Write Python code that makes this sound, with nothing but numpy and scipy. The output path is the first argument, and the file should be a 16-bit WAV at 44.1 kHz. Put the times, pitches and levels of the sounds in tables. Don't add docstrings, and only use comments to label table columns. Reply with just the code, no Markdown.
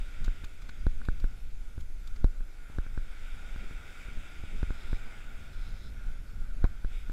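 import sys
import numpy as np
from scipy import signal
from scipy.fft import rfft, irfft, next_fast_len
from scipy.io import wavfile
from scipy.ndimage import uniform_filter1d, map_coordinates

SR = 44100
rng = np.random.default_rng(int(sys.argv[2]) if len(sys.argv) > 2 else 0)


def wav_out(sig):
    wavfile.write(sys.argv[1], SR, np.round(np.clip(np.atleast_2d(sig).T, -1, 1) * 32767).astype(np.int16))


N = 313992


def amp(db):
    return 10 ** (np.asarray(db) / 20)


def unit(x):
    return x / np.sqrt(np.mean(x ** 2) + 1e-20)


def gain(points, size):
    hz, db = np.transpose(points)
    grid_hz = np.fft.rfftfreq(size, 1 / SR)
    return amp(np.interp(np.log(grid_hz + 1), np.log(hz + 1), db))


def curves(rows):
    s, *columns = np.transpose(rows)
    t = np.arange(N) / SR
    return [np.interp(t, s, column) for column in columns]


def wobble(rate):
    knots = rng.standard_normal(int(N * rate / SR) + 4)
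    return map_coordinates(knots, [np.arange(N) * rate / SR])


def swell(s, width, db):
    t = np.arange(N) / SR
    return amp(db) * np.exp(-((t - s) / width) ** 2)


def colour(x, spectrum):
    size = next_fast_len(N + SR // 2)
    shaped = irfft(rfft(x, size) * gain(spectrum, size), size)
    return unit(shaped[:N])


def through(x, spectrum, size=8192):
    cepstrum = irfft(np.log(gain(spectrum, size)))
    cepstrum[1:size // 2] *= 2
    cepstrum[size // 2 + 1:] = 0
    response = irfft(np.exp(rfft(cepstrum)))
    return signal.fftconvolve(x, response)[:N]


def rush(spectrum, patchy_db):
    z = signal.stft(rng.standard_normal(N), nperseg=512)[2]
    field = uniform_filter1d(rng.standard_normal(z.shape), size=6, axis=0)
    field = uniform_filter1d(field, size=14, axis=1)
    patchy = signal.istft(z * amp(patchy_db * unit(field)), nperseg=512)[1]
    return colour(patchy[:N], spectrum)


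def grains(spectrum, rate):
    impulses = (rng.random(N) < rate / SR) * rng.standard_normal(N)
    return colour(impulses, spectrum)


def add(track, s, sound):
    part = track[max(round(s * SR), 0):][:len(sound)]
    part += sound[:len(part)]


# start_s [s], breakers_db [dB], foam_db [dB]
WAVE_LEVELS = [(0, -56.0, -54.5), (0.5, -59.0, -59.5), (1.0, -60.5, -61.0), (1.9, -64.5, -67),
               (2.4, -60.5, -65), (2.7, -56, -62), (3.0, -58.5, -60.5), (3.25, -55.0, -56),
               (4.1, -54.0, -53.5), (5.2, -54, -56), (6.55, -60, -66), (7.12, -60.5, -62.5)]


def surf():
    breakers_db, foam_db = curves(WAVE_LEVELS)
    churn = wobble(7)
    return breakers(breakers_db, churn) + foam(foam_db, churn) + hiss(foam_db)


# frequency_hz [Hz], density_db [dB per Hz]
BREAKERS_SPECTRUM = [(100, -3), (300, -5.5), (500, -8.5), (800, -8.5), (1080, -14.5), (1250, -7),
                     (1440, 3.5), (1600, -5), (1780, -11.5), (2250, -11.5), (3000, -30), (6000, -55)]
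BREAKERS_TRIM_DB = -1.56


def breakers(level_db, churn):
    level = amp(level_db + BREAKERS_TRIM_DB + 0.95 * churn)
    return level * rush(BREAKERS_SPECTRUM, patchy_db=1.2)


# frequency_hz [Hz], density_db [dB per Hz]
FOAM_SPECTRUM = [(900, -30.5), (1750, -9), (2250, 0.5), (2600, -3.5), (2950, -9.5), (3300, -6.5),
                 (3700, -6), (4100, -21.5), (4900, -14.5), (6000, -22), (7500, -17), (12000, -33)]
FOAM_TRIM_DB = -2.5
LAP_AT_S, LAP_WIDTH_S, LAP_DB = 6.96, 0.072, -58.5


def foam(level_db, churn):
    bubbles = grains(FOAM_SPECTRUM, rate=1500)
    fizz = unit(rush(FOAM_SPECTRUM, patchy_db=1.14) + 0.53 * bubbles)
    wash = amp(level_db + FOAM_TRIM_DB + 0.98 * churn)
    lap = swell(LAP_AT_S, LAP_WIDTH_S, LAP_DB)
    return np.hypot(wash, lap) * fizz


# frequency_hz [Hz], density_db [dB per Hz]
HISS_SPECTRUM = [(300, 11), (2000, -8), (4300, -1), (5500, -2.5), (7000, -3), (9000, -7.5), (11400, -5.5),
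                 (13000, -10.5), (15000, -12), (15800, -26)]
HISS_DB, HISS_GROW = -64.5, 0.037


def hiss(foam_db):
    foam_rise_db = foam_db - foam_db.mean()
    level = amp(HISS_DB + HISS_GROW * foam_rise_db + 0.45 * wobble(16))
    return level * rush(HISS_SPECTRUM, patchy_db=2.15)


# start_s [s], pressure_drop_db [dB], cavity_ring_db [dB]
KNOCK_EVENTS = [(0.2803, -23.5, -32), (0.438, -33, -41), (0.6931, -38, -34), (0.8675, -14, -30.5),
                (1.016, -38, -34.5), (1.0867, -16.5, -23.5), (1.2426, -21.5, -33.5), (1.7795, -29.5, -46),
                (2.2443, -11, -41), (2.4068, -35.5, -44), (2.7, -35.5, -58), (2.7857, -18.5, -30.5),
                (2.8655, -35, -38), (2.9768, -23, -33), (3.5614, -31, -34.5), (3.7111, -31, -39),
                (4.085, -33.5, -58), (4.1728, -34.5, -54), (4.438, -29, -52), (4.6303, -18, -33.5),
                (4.706, -21.5, -35.5), (4.9305, -20.5, -32.5), (6.6426, -12, -27), (6.8471, -24.5, -35),
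                (7.0979, -26, -35.5)]
# frequency_hz [Hz], gain_db [dB]
HOUSING_GAIN = [(20, 5), (85, 3.5), (165, -1), (250, 1), (420, -1.5), (600, -5.5), (1000, -7.5),
                (1700, -11), (1950, -14.5), (2900, -25), (3900, -6.5), (5000, -19.5), (7000, -22),
                (15000, -24)]
# frequency_hz [Hz], gain_db [dB]
CAVITY_GAIN = [(300, -14.5), (1000, -7.5), (1300, -2.5), (1490, 6.5), (1750, -3.5), (1900, -12),
               (2050, -34), (5000, -53)]


def knocks(leak_hz=21, leak_t60_s=0.12, ring_trim_db=23, drop_trim_db=-1.5):
    t = np.arange(SR // 5) / SR
    leak = np.sin(2 * np.pi * leak_hz * t) * amp(-60 * t / leak_t60_s)
    drop = -np.diff(leak) / leak[1]
    drops, blows = np.zeros(N), np.zeros(N)
    for s, db, cavity_db in KNOCK_EVENTS:
        add(drops, s, amp(db + drop_trim_db) * drop)
        add(blows, s, [-amp(cavity_db + ring_trim_db)])
    return through(drops, HOUSING_GAIN) + through(blows, CAVITY_GAIN)


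# start_s [s], peak_db [dB], brightness [0-1, bright share of power]
TICK_EVENTS = [(0.2404, -43, 0.44), (0.255, -51, 0.6), (0.4383, -43.5, 0.4), (0.616, -51, 0.44),
               (0.687, -45.5, 0.1), (1.047, -48.5, 0.2), (1.196, -51, 0.34), (1.802, -54, 0.75),
               (2.069, -50.5, 0.76), (2.157, -50, 0.2), (5.526, -59, 0.4)]
# frequency_hz [Hz], density_db [dB per Hz]
DULL_SPECTRUM = [(700, -11), (1450, 4), (1900, -4.5), (2400, 1), (3000, -8), (3700, -0.5), (5400, -11.5),
                 (9000, -51), (15000, -32)]
# frequency_hz [Hz], density_db [dB per Hz]
BRIGHT_SPECTRUM = [(1500, -22), (3700, 9), (5400, 2), (7000, 4), (9000, -9), (15000, -9)]
TICK_PEAK_S, TICK_TRIM_DB = 0.006, -4.0


def ticks():
    u = np.arange(SR // 5) / SR / TICK_PEAK_S
    shape = (u * np.exp(1 - u)) ** 3
    dull, bright = np.zeros((2, N))
    for s, db, brightness in TICK_EVENTS:
        stroke = amp(db + TICK_TRIM_DB) * shape
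        share = np.clip(brightness, 0, 1)
        add(dull, s, np.sqrt(1 - share) * stroke)
        add(bright, s, np.sqrt(share) * stroke)
    return dull * grains(DULL_SPECTRUM, rate=4600) + bright * grains(BRIGHT_SPECTRUM, rate=7100)


# start_s [s], end_s [s], level_db [dB]
RUB_EVENTS = [(4.727, 4.995, -65.5), (5.52, 5.91, -66.5)]
# frequency_hz [Hz], density_db [dB per Hz]
RASP_SPECTRUM = [(2000, -45), (3500, -1), (4050, 0), (4500, -11), (5200, -1.5), (5800, -19), (9000, -21),
                 (15000, -36)]


def line_rasp():
    t = np.arange(N) / SR
    rub = np.zeros(N)
    for start, end, db in RUB_EVENTS:
        edge_distance_s = np.minimum(t - start, end - t)
        rub += amp(db) * np.clip(edge_distance_s / 0.0089, 0, 1)
    return rub * amp(2.5 * wobble(25)) * grains(RASP_SPECTRUM, rate=2000)


# centre_s [s], half_width_s [s], level_db [dB]
SHUDDER_EVENTS = [(2.175, 0.016, -49.5), (3.635, 0.033, -49), (4.54, 0.025, -49)]
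# frequency_hz [Hz], density_db [dB per Hz]
SHUDDER_SPECTRUM = [(100, -28), (165, -8), (205, 9), (260, -9.5), (420, -12.5), (800, -32), (3000, -88)]


def housing_shudder():
    level = sum(swell(*row) for row in SHUDDER_EVENTS)
    return level * grains(SHUDDER_SPECTRUM, rate=1100)


# centre_s [s], half_width_s [s], level_db [dB]
CHATTER_EVENT = (6.6505, 0.0046, -40.5)
# frequency_hz [Hz], density_db [dB per Hz]
CHATTER_SPECTRUM = [(300, -4), (850, 8), (1500, 2), (1850, -15), (2250, 3), (2800, -19), (4200, -16),
                    (8000, -57)]


def gear_chatter():
    return swell(*CHATTER_EVENT) * grains(CHATTER_SPECTRUM, rate=6530)


SWAY_S, SWAY_LEAD_S = 0.09, 0.016
SWAY_DB, SWAY_GROW = -23, 0.41


def sway():
    power = np.zeros(N)
    for s, db, _ in KNOCK_EVENTS:
        power += swell(s - SWAY_LEAD_S, SWAY_S, SWAY_DB + SWAY_GROW * db) ** 2
    return np.sqrt(power)


# start_s [s], buffeting_db [dB], flutter_db [dB]
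GUST_LEVELS = [(0, -32.5, -47.5), (0.6, -42.5, -53.5), (1.0, -30, -48), (1.5, -37, -52), (1.8, -33, -55),
               (2.5, -41, -59.5), (3.2, -37.5, -53.5), (3.65, -33.5, -52.5), (3.95, -42.5, -53),
               (4.7, -39, -51.5), (5.25, -38.5, -49), (5.75, -35.5, -47.5), (6.4, -33, -47.5),
               (7.12, -33, -52.5)]


def wind():
    buffet_db, flutter_db = curves(GUST_LEVELS)
    movement = sway()
    eddies = wobble(15)
    return buffeting(buffet_db, movement, eddies) + flutter(flutter_db, movement, eddies)


# frequency_hz [Hz], density_db [dB per Hz]
BUFFET_SPECTRUM = [(5, -0.5), (12, 1), (25, 0.5), (45, -14), (80, -23), (150, -58.5), (600, -110)]
BUFFET_TRIM_DB = 1.5


def buffeting(level_db, movement, eddies):
    level = np.hypot(amp(level_db + BUFFET_TRIM_DB), movement)
    return level * amp(2.04 * eddies) * rush(BUFFET_SPECTRUM, patchy_db=0.1)


# frequency_hz [Hz], density_db [dB per Hz]
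FLUTTER_SPECTRUM = [(30, -8.5), (65, 2), (105, 0), (170, -7.5), (230, -7.5), (320, -21.5), (600, -26),
                    (3000, -83)]
FLUTTER_TRIM_DB, SWAY_FLUTTER_DB = -5, -26.5


def flutter(level_db, movement, eddies):
    level = np.hypot(amp(level_db + FLUTTER_TRIM_DB), amp(SWAY_FLUTTER_DB) * movement)
    lumps = amp(1.35 * eddies + 1.5 * wobble(30))
    return level * lumps * rush(FLUTTER_SPECTRUM, patchy_db=1.5)


def scene():
    gear = knocks() + ticks() + line_rasp() + housing_shudder() + gear_chatter()
    return (surf() + gear + wind())[None]


TOP_HZ = 15750


def record(dry):
    size = next_fast_len(N + SR // 2)
    kept = np.fft.rfftfreq(size, 1 / SR) < TOP_HZ
    return irfft(rfft(dry, size) * kept, size)[:, :N]


dry = scene()
out = record(dry)
wav_out(out)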